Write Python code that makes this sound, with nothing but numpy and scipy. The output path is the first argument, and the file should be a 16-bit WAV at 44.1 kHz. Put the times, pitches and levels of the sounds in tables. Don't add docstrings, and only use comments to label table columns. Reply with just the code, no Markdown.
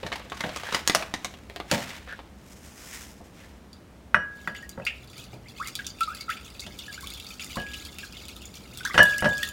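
import sys
import numpy as np
from scipy import signal
from scipy.fft import rfft, irfft, next_fast_len
from scipy.io import wavfile
from scipy.ndimage import map_coordinates

SR = 44100
rng = np.random.default_rng(int(sys.argv[2]) if len(sys.argv) > 2 else 0)


def wav_out(sig):
    wavfile.write(sys.argv[1], SR, np.round(np.clip(np.atleast_2d(sig).T, -1, 1) * 32767).astype(np.int16))


def amplitude_ratio(level_db):
    exponent = np.asarray(level_db, float) / 20
    return 10 ** exponent


N = 419832


def unit(x):
    return x / np.sqrt(np.mean(x ** 2, axis=-1, keepdims=True) + 1e-20)


def along(points, hz):
    f, v = np.transpose(points)
    return np.interp(np.log(hz + 1), np.log(f + 1), v)


def level_curve(rows, silent_db=-120):
    s, db = np.transpose(rows)
    return np.interp(np.arange(N) / SR, s, db, left=silent_db, right=silent_db)


def wobble(rate, size=N):
    knots = rng.standard_normal(int(size * rate / SR) + 4)
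    return map_coordinates(knots, [np.arange(size) * rate / SR])


def filtered(x, response):
    n = x.shape[-1]
    m = next_fast_len(n + 8192)
    return irfft(rfft(x, m) * response(np.fft.rfftfreq(m, 1 / SR)), m)[..., :n]


def noise(spectrum, size=N, skirt_db=40):
    (low_hz, low_db), (top_hz, top_db) = spectrum[0], spectrum[-1]
    closed = [(low_hz / 2, low_db - skirt_db), *spectrum, (top_hz * 2, top_db - skirt_db)]
    white = rfft(rng.standard_normal(size))
    return unit(irfft(white * amplitude_ratio(along(closed, np.fft.rfftfreq(size, 1 / SR))), size))


def add(track, s, sound):
    part = track[max(round(s * SR), 0):][:len(sound)]
    part += sound[:len(part)]


def ring(modes, t, scatter_db):
    out = 0
    for hz, db, t60 in modes:
        struck_db = db + rng.normal(0, scatter_db)
        out = out + amplitude_ratio(struck_db - 60 * t / t60) * np.sin(2 * np.pi * hz * t)
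    return out


def chirp(start_hz, end_hz, length, rise=0.00065, fade_db=9, tail=0.22):
    t = np.arange(round(2 * length * SR)) / SR
    glide = np.minimum(t / length, 1.08) ** 1.3
    hz = start_hz * (end_hz / start_hz) ** glide
    burst = 1 / (1 + np.exp(np.minimum((t - length) / (tail * length / 2), 50)))
    tone = np.sin(2 * np.pi * np.cumsum(hz) / SR)
    return tone * (1 - np.exp(-t / rise)) * amplitude_ratio(-fade_db * t / length) * burst


# (frequency [Hz], density [dB per Hz])
ROOM_TONE = [(13, -63), (22, -39), (60, 0), (140, -12.5), (200, -8), (370, -18), (1150, -30.5),
             (16500, -54)]
# (centre [Hz], width [Hz], level [dB])
MOTORS = [(64, 14, -2.5), (122.34, 9.6, -11), (193.5, 8, -9)]
# (time [s], level [dB])
HUM = [
    (0, -46.5),
    (3.7, -49),
    (9.52, -45),
]


def appliances():
    hum = np.zeros(N)
    for centre, width, db in MOTORS:
        band = filtered(rng.standard_normal(N), lambda f: 1 / (1 + ((f - centre) / width) ** 2))
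        hum += amplitude_ratio(db) * unit(band)
    tone = noise(ROOM_TONE)
    low = filtered(tone, lambda f: 1 / (1 + (f / 400) ** 2))
    return amplitude_ratio(-44) * (tone - low) + amplitude_ratio(level_curve(HUM) - 3.5) * (low + amplitude_ratio(-4) * hum)


# (time [s], peak level [dB], high share [dB], body pitch [Hz])
CLATTER = [(0.0313, -19, -28, 500), (0.0649, -22.5, -16, 1700), (0.119, -24, -22, 1200),
           (0.1269, -15, -20, 2120), (0.157, -25, -12, 1000), (0.216, -33, -25, 3100),
           (0.2545, -33, -40, 500), (0.299, -34, -8, 3500), (0.345, -31, -8, 1200), (0.737, -19, -18, 1300),
           (0.765, -20, -18, 1000), (0.1999, -29.5, -37, 1190), (0.3205, -18, -30, 1140),
           (0.3708, -32, -10, 1360), (0.407, -22, -14, 2000), (0.439, -18.5, -28, 1710),
           (0.4924, -18, -21, 680), (0.5614, -18, -10.5, 1150), (0.634, -27, -16, 1148),
           (0.6883, -30, -25, 1750), (0.7243, -22, -17, 1210), (0.7462, -12, -12.5, 1970),
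           (0.8766, -12, -2.5, 1830), (0.8983, -10, -14, 1880), (0.9495, -7.5, -6, 627),
           (1.0255, -22, -30, 2510), (1.1403, -17, -14, 1960), (1.2471, -18, -10, 3720),
           (1.3399, -33.5, -17, 3170), (1.4995, -31, -30, 600), (1.5623, -29, -20, 698),
           (1.6018, -25.5, -29, 1180), (1.7146, -13, -8.5, 2800), (1.893, -32.5, -14, 3210),
           (1.906, -31, -17, 2110), (2.0769, -35, -37, 2010), (2.1271, -35.5, -34, 1530),
           (2.1917, -33, -34, 764)]


def clatter():
    out, t = np.zeros(N), np.arange(8192) / SR
    rattle_db = 4 * wobble(180)
    scuff_until_s, scuff_rise_s = 0.8, 0.0008
    for s, db, high_db, hz in CLATTER:
        low_db = -13 - 0.3 * (high_db + 18)
        colour = [(80, low_db - 25), (200, low_db + 13), (800, low_db + 15.5), (1500, 0.92),
                  (4000, -2.4), (6000, high_db + 6), (15000, high_db - 14)]
        body = noise([(hz / 1.6, -40), (hz / 1.14, -8), (hz, 0), (hz * 1.115, -8), (hz * 1.16, -40)],
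                     size=len(t))
        grain_db = np.roll(rattle_db, round(s * SR))[:len(t)]
        if s < scuff_until_s:
            decay = amplitude_ratio(-3 - 60 * t / 0.015) + amplitude_ratio(-3 - 60 * t / 0.05 + grain_db)
            decay = (1 - np.exp(-t / scuff_rise_s)) * decay
        else:
            decay = amplitude_ratio(5 - 60 * t / 0.006) + amplitude_ratio(-6.5 - 60 * t / 0.07 + grain_db)
        hit = noise(colour, size=len(t)) * decay + body * amplitude_ratio(-6 - 60 * t / 0.054)
        add(out, s - 0.0007, amplitude_ratio(db - 6.5) * hit)
    return out


# (frequency [Hz], density [dB per Hz])
THUD = [(32, -45), (58, 1), (140, 0), (250, -2), (360, -12), (580, -1), (900, -10), (2000, -35.5)]
# (time [s], level [dB], t60 [s])
THUMPS = [
    (.045, -34, 0.18),
    (0.439, -28, .2),
    (.737, -33, .15),
    (.95, -32, 0.18),
    (1.714, -20.5, 0.27),
    (3.203, -38, .1),
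]


def thumps():
    out, t = np.zeros(N), np.arange(8192) / SR
    for s, db, t60 in THUMPS:
        add(out, s, amplitude_ratio(db - 60 * t / t60) * (1 - np.exp(-t / 0.0026)) * noise(THUD, size=len(t)))
    return out


# (peak time [s], level [dB], high share [dB], time to rise 10 dB [s], time to fall 10 dB [s])
STROKES = [(.08, -49, -9, .3, .17), (.47, -38.5, -11, .12, .13), (.76, -34.5, -10, .11, .045),
           (1.0, -39.6, -9, .15, .065), (1.25, -54, -7, .3, .45), (1.73, -28, -7, .018, .08),
           (1.92, -40, -10, .07, .07), (2.1, -45, -21, .035, .08), (2.52, -57, 3, .09, .35),
           (2.87, -51, 2, .09, .2), (3.0, -44.5, 0, .13, .06), (3.41, -51, -9, .045, .11)]


def rustle():
    t = np.arange(N) / SR
    mid_gain = amplitude_ratio(-80) * (t < 4.14)
    high_gain = mid_gain.copy()
    for s, db, high_db, rise, fall in STROKES:
        swell = amplitude_ratio(db - 10 * np.maximum((s - t) / rise, (t - s) / fall))
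        mid_gain += swell
        high_gain += amplitude_ratio(high_db) * swell
    mid = noise([(150, -30), (500, -7), (1200, -3), (1800, 0), (2400, -1), (4000, -6), (8000, -24)])
    high = noise([(3500, -34), (5000, -1), (7000, -1.5), (10500, -9), (16000, -12)])
    fibres = unit(amplitude_ratio(1.5 * wobble(40) + 2.5 * wobble(300)))
    return amplitude_ratio(-2.5) * fibres * (mid_gain * mid + high_gain * high)


# (time [s], length [s], pitch [Hz], level [dB])
SCRAPES = [
    (.64, .08, 1700, -40),
    (2.07, .075, 1600, -43),
    (2.86, .11, 2000, -52),
    (3.39, .08, 1900, -56),
    (4.8, .9, 122, -54),
]


def scrapes():
    out = np.zeros(N)
    for s, length, hz, db in SCRAPES:
        stroke = np.sqrt(np.hanning(round(1.3 * length * SR)))
        band = [(hz / 1.4, -30), (hz / 1.08, -5), (hz * 1.08, -5), (hz * 1.4, -30)]
        add(out, s, amplitude_ratio(db) * stroke * noise(band, size=len(stroke)))
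    return out * amplitude_ratio(3 * wobble(70))


# (time [s], peak level [dB], pitch [Hz])
DRIPS = [(3.7306, -35, 4660), (4.565, -31, 3120), (5.0754, -37, 4430), (5.1322, -35, 2500),
         (5.1996, -35, 3500), (5.2405, -33, 4130), (6.7891, -22, 3620), (6.927, -26.5, 4470),
         (7.8507, -24, 4320), (8.5413, -30, 4170), (5.9861, -37, 2600), (5.868, -23, 3500),
         (8.936, -27, 4200), (8.966, -28, 3700), (6.605, -21, 6000), (6.503, -33, 5000), (6.636, -32, 2500),
         (6.944, -29, 4500), (7.225, -33, 4000), (9.006, -24, 3700), (9.085, -30, 3700)]
# (time [s], peak level [dB], pitch [Hz])
PLOPS = [(4.5488, -28.5, 2030), (4.866, -15, 2180), (5.4854, -33, 4800), (5.7904, -25.5, 2140),
         (5.8457, -28, 3500), (5.8665, -14, 6040), (6.033, -18.5, 4050), (6.2089, -20.5, 4600),
         (6.2911, -26, 2030), (6.3696, -29, 2510), (6.4476, -29, 6270), (6.5952, -21, 4130),
         (6.6654, -25.5, 3280), (7.2666, -25.5, 4600), (7.3393, -27, 6050), (7.3958, -23, 2720),
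         (7.42, -25, 6700), (7.6654, -29.5, 2420), (7.735, -22.5, 2920), (7.8228, -29, 4100),
         (8.169, -30, 3400), (8.125, -30, 5000), (8.4553, -23.5, 6900), (8.5548, -25, 5990),
         (8.8315, -31, 2850), (8.8508, -15, 6200), (8.851, -17, 3800), (8.943, -20, 2990),
         (8.9767, -15.5, 2850), (9.246, -21, 2020), (9.2894, -22, 8000)]
# (time [s], peak level [dB], pitch [Hz])
SPLASHES = [(4.4755, -30, 3100), (4.6933, -25, 6050), (4.8516, -25, 4490), (5.674, -21, 6820),
            (5.754, -16, 3600), (6.0079, -21, 2640), (6.149, -26, 4600), (6.3022, -22, 2670),
            (7.0092, -28, 8800), (7.072, -25, 3500), (7.1039, -27, 3870), (7.1748, -31, 3260),
            (7.1997, -27, 3220), (7.557, -24, 4020), (7.138, -25, 11000), (7.445, -23, 9500),
            (7.9858, -23.5, 2670), (8.2542, -32, 3480), (8.284, -27, 3900), (8.3649, -30, 3630),
            (8.419, -32.5, 2840), (8.7743, -23, 7800), (9.0313, -10, 10500), (9.0979, -31, 3890),
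            (9.182, -17, 5500), (9.207, -22, 9500), (9.3804, -23, 5300), (9.4309, -15, 3300),
            (9.489, -22, 7000)]
# (time [s], peak level [dB], pitch [Hz])
TICKS = [(4.6251, -34, 6780), (5.1005, -34, 4310), (5.1806, -27, 4430), (5.5201, -40, 4860),
         (5.5782, -34, 3480), (5.6032, -31, 3560), (5.6263, -31, 6840), (6.0808, -30, 4470),
         (6.3213, -29, 2790), (6.3324, -28, 3520), (6.3384, -28, 3740), (6.4111, -33, 2500),
         (6.4789, -32, 3530), (6.5462, -34, 4010), (6.864, -31, 3990), (6.9768, -35, 3410),
         (7.2467, -27, 3850), (7.3045, -29, 4800), (7.4084, -24, 3670), (7.4647, -26, 6820),
         (7.5061, -27, 4040), (7.5999, -24, 2890), (7.6174, -28, 5320), (7.7161, -26, 3550),
         (7.7424, -24, 2900), (7.7869, -32, 2590), (7.8624, -29, 4510), (7.9244, -38, 4610),
         (8.5716, -29, 3350), (8.6769, -37, 4690), (8.7492, -30, 3980), (8.7864, -27, 3350),
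         (9.3309, -30, 2590), (9.3494, -31, 3720), (9.4514, -23, 4020)]


def drops():
    out, foam, t = np.zeros(N), np.zeros(N), np.arange(4096) / SR
    spread_s, satellite_s, foam_s = 0.0015, 0.04, 0.011
    # (drops, level [dB], spray [dB])
    kinds = [(PLOPS, 0, -24), (SPLASHES, 0, -11), (DRIPS, 0, -16), (TICKS, -5, -13)]
    events = [(s, db + kind_db, hz, spray_db) for kind, kind_db, spray_db in kinds for s, db, hz in kind]
    for s, db, hz, spray_db in events:
        pop = chirp(hz * 0.946, hz * 1.08, 12 / hz, rise=0.00013, fade_db=16)
        add(out, s - 0.0005, amplitude_ratio(db - 8) * pop)
        blob = noise([(hz / 3, -34), (hz / 1.264, -11), (hz, 0), (hz * 1.215, -11), (hz * 2.42, -19),
                      (hz * 4, -30)], size=len(t))
        blob *= amplitude_ratio(db - 8 - 60 * t * hz / 130) * (1 - np.exp(-t / spread_s))
        spray = noise([(1500, -22), (3200, -5), (9000, 0), (16000, -6)], size=len(t))
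        spray *= amplitude_ratio(db + spray_db + 5.5 - 60 * t / 0.008)
        add(out, s - 0.0005, blob + spray)
        for later, pitch, size in rng.random(size=(3, 3)):
            small_hz = min(hz * 1.4 ** (2 * pitch - 1), 14000)
            satellite = chirp(small_hz, 1.12 * small_hz, 16 / small_hz, rise=0.0004)
            add(out, s + 0.004 + satellite_s * later, amplitude_ratio(db - 24 + 8 * size) * satellite)
        add(foam, s, amplitude_ratio(min(db, -19) - 25.5) * t / foam_s * np.exp(-t / foam_s))
    return out, foam


# (time [s], wall level [dB], table thud [dB], wood knock [dB], upper modes [dB])
KNOCKS = [(4.1456, -12.5, -12, 1.5, -19), (4.4757, -26, -7, 0, -23), (4.777, -49, 20, -1, -15),
          (4.8, -47, 9, 3.5, -10), (5.333, -61.5, 25, -3, -7), (6.6661, -46, 7.5, 0.5, -8),
          (7.571, -28, 1, -7, -14), (7.5842, -30.5, -1.5, -24, -8), (7.5995, -32, -17, -23, -17),
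          (8.9442, -23.5, -3, -3, -10), (8.953, -20, -5, -12, -20), (8.9795, -9.5, -9.5, -4, -4.5),
          (8.9926, -16, 0, 1, -14), (9.2244, -22, 0, -4.5, -15), (9.2449, -17.5, 1, -8.5, -8),
          (9.2582, -14.5, -7, -9, -17)]
HARD_KNOCK = (9.002, -9, -22, -16, -24)
# (frequency [Hz], level [dB], t60 [s])
UPPER = [(2895, -2.5, 0.2), (3045, -6, 0.16), (4452, -16, .16), (5300, -15, 0.14), (5733, -15, .22),
         (6180, -17, 0.11), (8560, -18, .12)]
# (frequency [Hz], level [dB], t60 [s])
WOOD = [(600, -13, 0.1), (690, -14, 0.088), (994, -7, 0.07), (1197, -6, 0.065), (1370, 4, .04),
        (1490, 10, .02), (1568, -8, 0.15), (1900, 3, 0.056), (2456, -5, 0.027)]


def knocks():
    out, long = np.zeros(N), np.arange(SR * 2 // 3) / SR
    t = long[:12288]
    wall_hz, wall_t60 = 1658, 0.6
    partner_hz, partner_t60 = 1715, 0.22
    # (frequency [Hz], level [dB], t60 [s])
    foot, foot_from_s = [(603, -15, 0.3), (991, -13, 0.16), (1184, -13, 0.15)], 8.97
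    choke = amplitude_ratio(-6 * (long / 0.07) ** 2)
    for blow in KNOCKS + [HARD_KNOCK]:
        s, db, thud_db, wood_db, upper_db = blow
        partner_db, side = (8.5, -1) if blow is HARD_KNOCK else (-10, 1)
        phase_s = long + round((s - HARD_KNOCK[0]) * SR) / SR
        wall = amplitude_ratio(-13 - 60 * long / wall_t60) * np.sin(2 * np.pi * wall_hz * phase_s)
        partner = ring([(partner_hz, partner_db, partner_t60)], long, scatter_db=0) * choke
        glass = wall + side * partner
        upper = np.zeros(len(t))
        for mode in UPPER:
            shimmer = amplitude_ratio(3 * wobble(60, size=len(t)))
            upper += ring([mode], t, scatter_db=1.5) * shimmer
        upper *= amplitude_ratio(upper_db - 2.5)
        wooden = WOOD + foot if s > foot_from_s else WOOD
        wood = amplitude_ratio(wood_db - 0.8) * ring(wooden, t, scatter_db=1.5)
        thud = amplitude_ratio(thud_db - 3 - 60 * t / 0.19) * noise(THUD, size=len(t))
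        crack = noise([(500, -7), (2500, -6), (4000, -12), (15000, -37.5)], size=len(t))
        crack *= amplitude_ratio(upper_db - 2.5 - 60 * t / 0.045)
        add(out, s - 0.001, amplitude_ratio(db) * (1 - np.exp(-long / 0.004)) * glass)
        add(out, s - 0.001, amplitude_ratio(db) * (1 - np.exp(-t / 0.00044)) * (upper + wood + thud + crack))
    return out


# (frequency [Hz], density [dB per Hz])
FIZZ = [(740, -30), (1250, 0), (2040, -10), (3440, -3), (5390, -2.5), (6740, -3), (9000, -8), (16000, -6)]
# (time [s], fizz level [dB])
SLOSH = [(4.3, -66), (4.45, -57), (4.72, -71), (4.97, -58), (5.2, -50), (5.42, -64), (5.65, -48),
         (5.8, -58), (6.0, -53), (6.7, -55), (6.85, -50), (7.45, -49), (8.7, -54), (8.95, -44), (9.5, -46)]


def fizz(foam):
    tiny = np.zeros(N)
    for when, pitch, size in rng.random(size=(2200, 3)):
        hz = 2000 * 5.5 ** pitch
        bubble = chirp(hz, 1.059 * hz, 18 / hz, rise=0.00056)
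        add(tiny, 4.3 + 5.2 * when, amplitude_ratio(-2.5 * np.log(size + 0.042)) * bubble)
    hiss = amplitude_ratio(3.5 * wobble(250)) * noise(FIZZ)
    clumps = amplitude_ratio(3 * wobble(30))
    texture = unit(clumps * (unit(hiss) + amplitude_ratio(0.7) * unit(tiny)))
    return (amplitude_ratio(level_curve(SLOSH) - 1.2) + foam) * texture


# (time [s], level [dB], start pitch [Hz], end pitch [Hz], length [s])
BUBBLES = [(4.629, -34.5, 1843, 1930, 0.02), (4.868, -17, 2300, 2750, .008), (4.557, -40, 2900, 3200, .012),
           (4.58, -45, 6800, 7000, .008), (4.607, -46, 3000, 2950, .012), (4.73, -47, 4000, 4050, .008),
           (4.821, -42, 2550, 2700, .01), (6.1, -38, 1330, 1750, .045), (6.282, -34, 1350, 1360, .01),
           (7.426, -36, 4900, 5400, .008), (7.74, -38, 2850, 2950, .025), (8.808, -34, 1520, 1480, .012),
           (8.848, -36, 950, 1050, .015), (9.19, -34, 2800, 3200, .02), (9.31, -38, 3500, 3600, .015),
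           (5.459, -44.5, 2000, 2700, 0.023), (5.6, -30, 1050, 2080, 0.036),
           (5.656, -36, 2000, 2170, 0.011), (5.791, -29, 1690, 1470, 0.016),
           (6.009, -24.5, 1330, 1363, 0.037), (6.077, -29.5, 1208, 1330, 0.017),
           (6.21, -35.5, 2180, 2270, 0.017), (6.294, -28, 1263, 3020, 0.039),
           (6.882, -33, 1723, 1620, 0.026), (6.979, -34, 1500, 1700, 0.015), (7.032, -39, 1050, 1200, .02),
           (7.56, -32.5, 995, 1210, 0.026), (8.032, -35, 1702, 1480, 0.016),
           (8.853, -21.5, 1520, 1950, .016), (8.875, -30, 1500, 1650, .018),
           (8.9, -31.5, 1155, 1225, 0.017), (8.909, -26, 1900, 2290, 0.011), (9.134, -30, 2200, 3900, .013),
           (9.185, -36, 1900, 2270, .015), (9.43, -18, 1800, 1900, 0.0075)]


def bubbles():
    out = np.zeros(N)
    for s, db, start_hz, end_hz, length in BUBBLES:
        add(out, s - 0.001, amplitude_ratio(db) * chirp(start_hz, end_hz, length, fade_db=7))
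    return out


# (time [s], level [dB], pitch [Hz], t60 [s])
GLUG = (4.868, -30, 2520, .26)


def glug():
    out, t = np.zeros(N), np.arange(SR // 4) / SR
    s, db, hz, t60 = GLUG
    band = [(hz / 1.4, -30), (hz / 1.1, -4), (hz * 1.1, -4), (hz * 1.4, -30)]
    add(out, s, amplitude_ratio(db - 60 * t / t60) * noise(band, size=len(t)))
    return out


# (resonance [Hz], width [Hz], level [dB])
CAVITY = [(1330, 145, 6), (2700, 300, -7), (3500, 264, 1), (4650, 200, 2), (6950, 200, 0)]


def liquid():
    falling, foam = drops()
    wet = falling + bubbles() + glug() + fizz(foam)

    def jug_air(f):
        response = 1
        for centre, width, db in CAVITY:
            damping = 1j * f * width
            response = response + amplitude_ratio(db) * damping / (centre ** 2 - f ** 2 + damping)
        return response

    return amplitude_ratio(-2) * filtered(wet, jug_air)


# (frequency [Hz], t60 [s])
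KITCHEN = [(150, 0.5), (1000, 0.41), (4000, 0.3), (14000, 0.22)]
# (time [s], level [dB])
WALLS = [
    (.0055, -11),
    (0.0098, -12.5),
    (.022, -17),
]


def kitchen(x, wet_db):
    hz, t, z = signal.stft(rng.standard_normal(SR // 2), SR, nperseg=256)
    fade = amplitude_ratio(-60 * t / along(KITCHEN, hz)[:, None])
    tail = signal.istft(z * fade, SR, nperseg=256)[1]
    response = amplitude_ratio(wet_db) * np.pad(tail / np.linalg.norm(tail), (SR // 200, 0))
    response[0] = 1
    for s, db in WALLS:
        response[round(s * SR)] += amplitude_ratio(db)
    return signal.fftconvolve(x, response)[:N]


def scene():
    far = kitchen(clatter() + thumps(), wet_db=-10.5) + rustle() + scrapes()
    near = kitchen(liquid(), wet_db=-12) + kitchen(knocks(), wet_db=-14.5)
    return (appliances() + far + near)[None]


def top_cut(x):
    return signal.sosfilt(signal.butter(12, 17000, fs=SR, output="sos"), x)


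def record(dry):
    top_hz, shelf_hz, shelf_db = 16900, 15900, -10
    held = dry / (1 + np.abs(dry / 0.98) ** 6) ** (1 / 6)
    mix = filtered(held, lambda hz: (hz < top_hz) * amplitude_ratio(shelf_db * (hz > shelf_hz)))
    return top_cut(mix)


dry = scene()
out = record(dry)
wav_out(out)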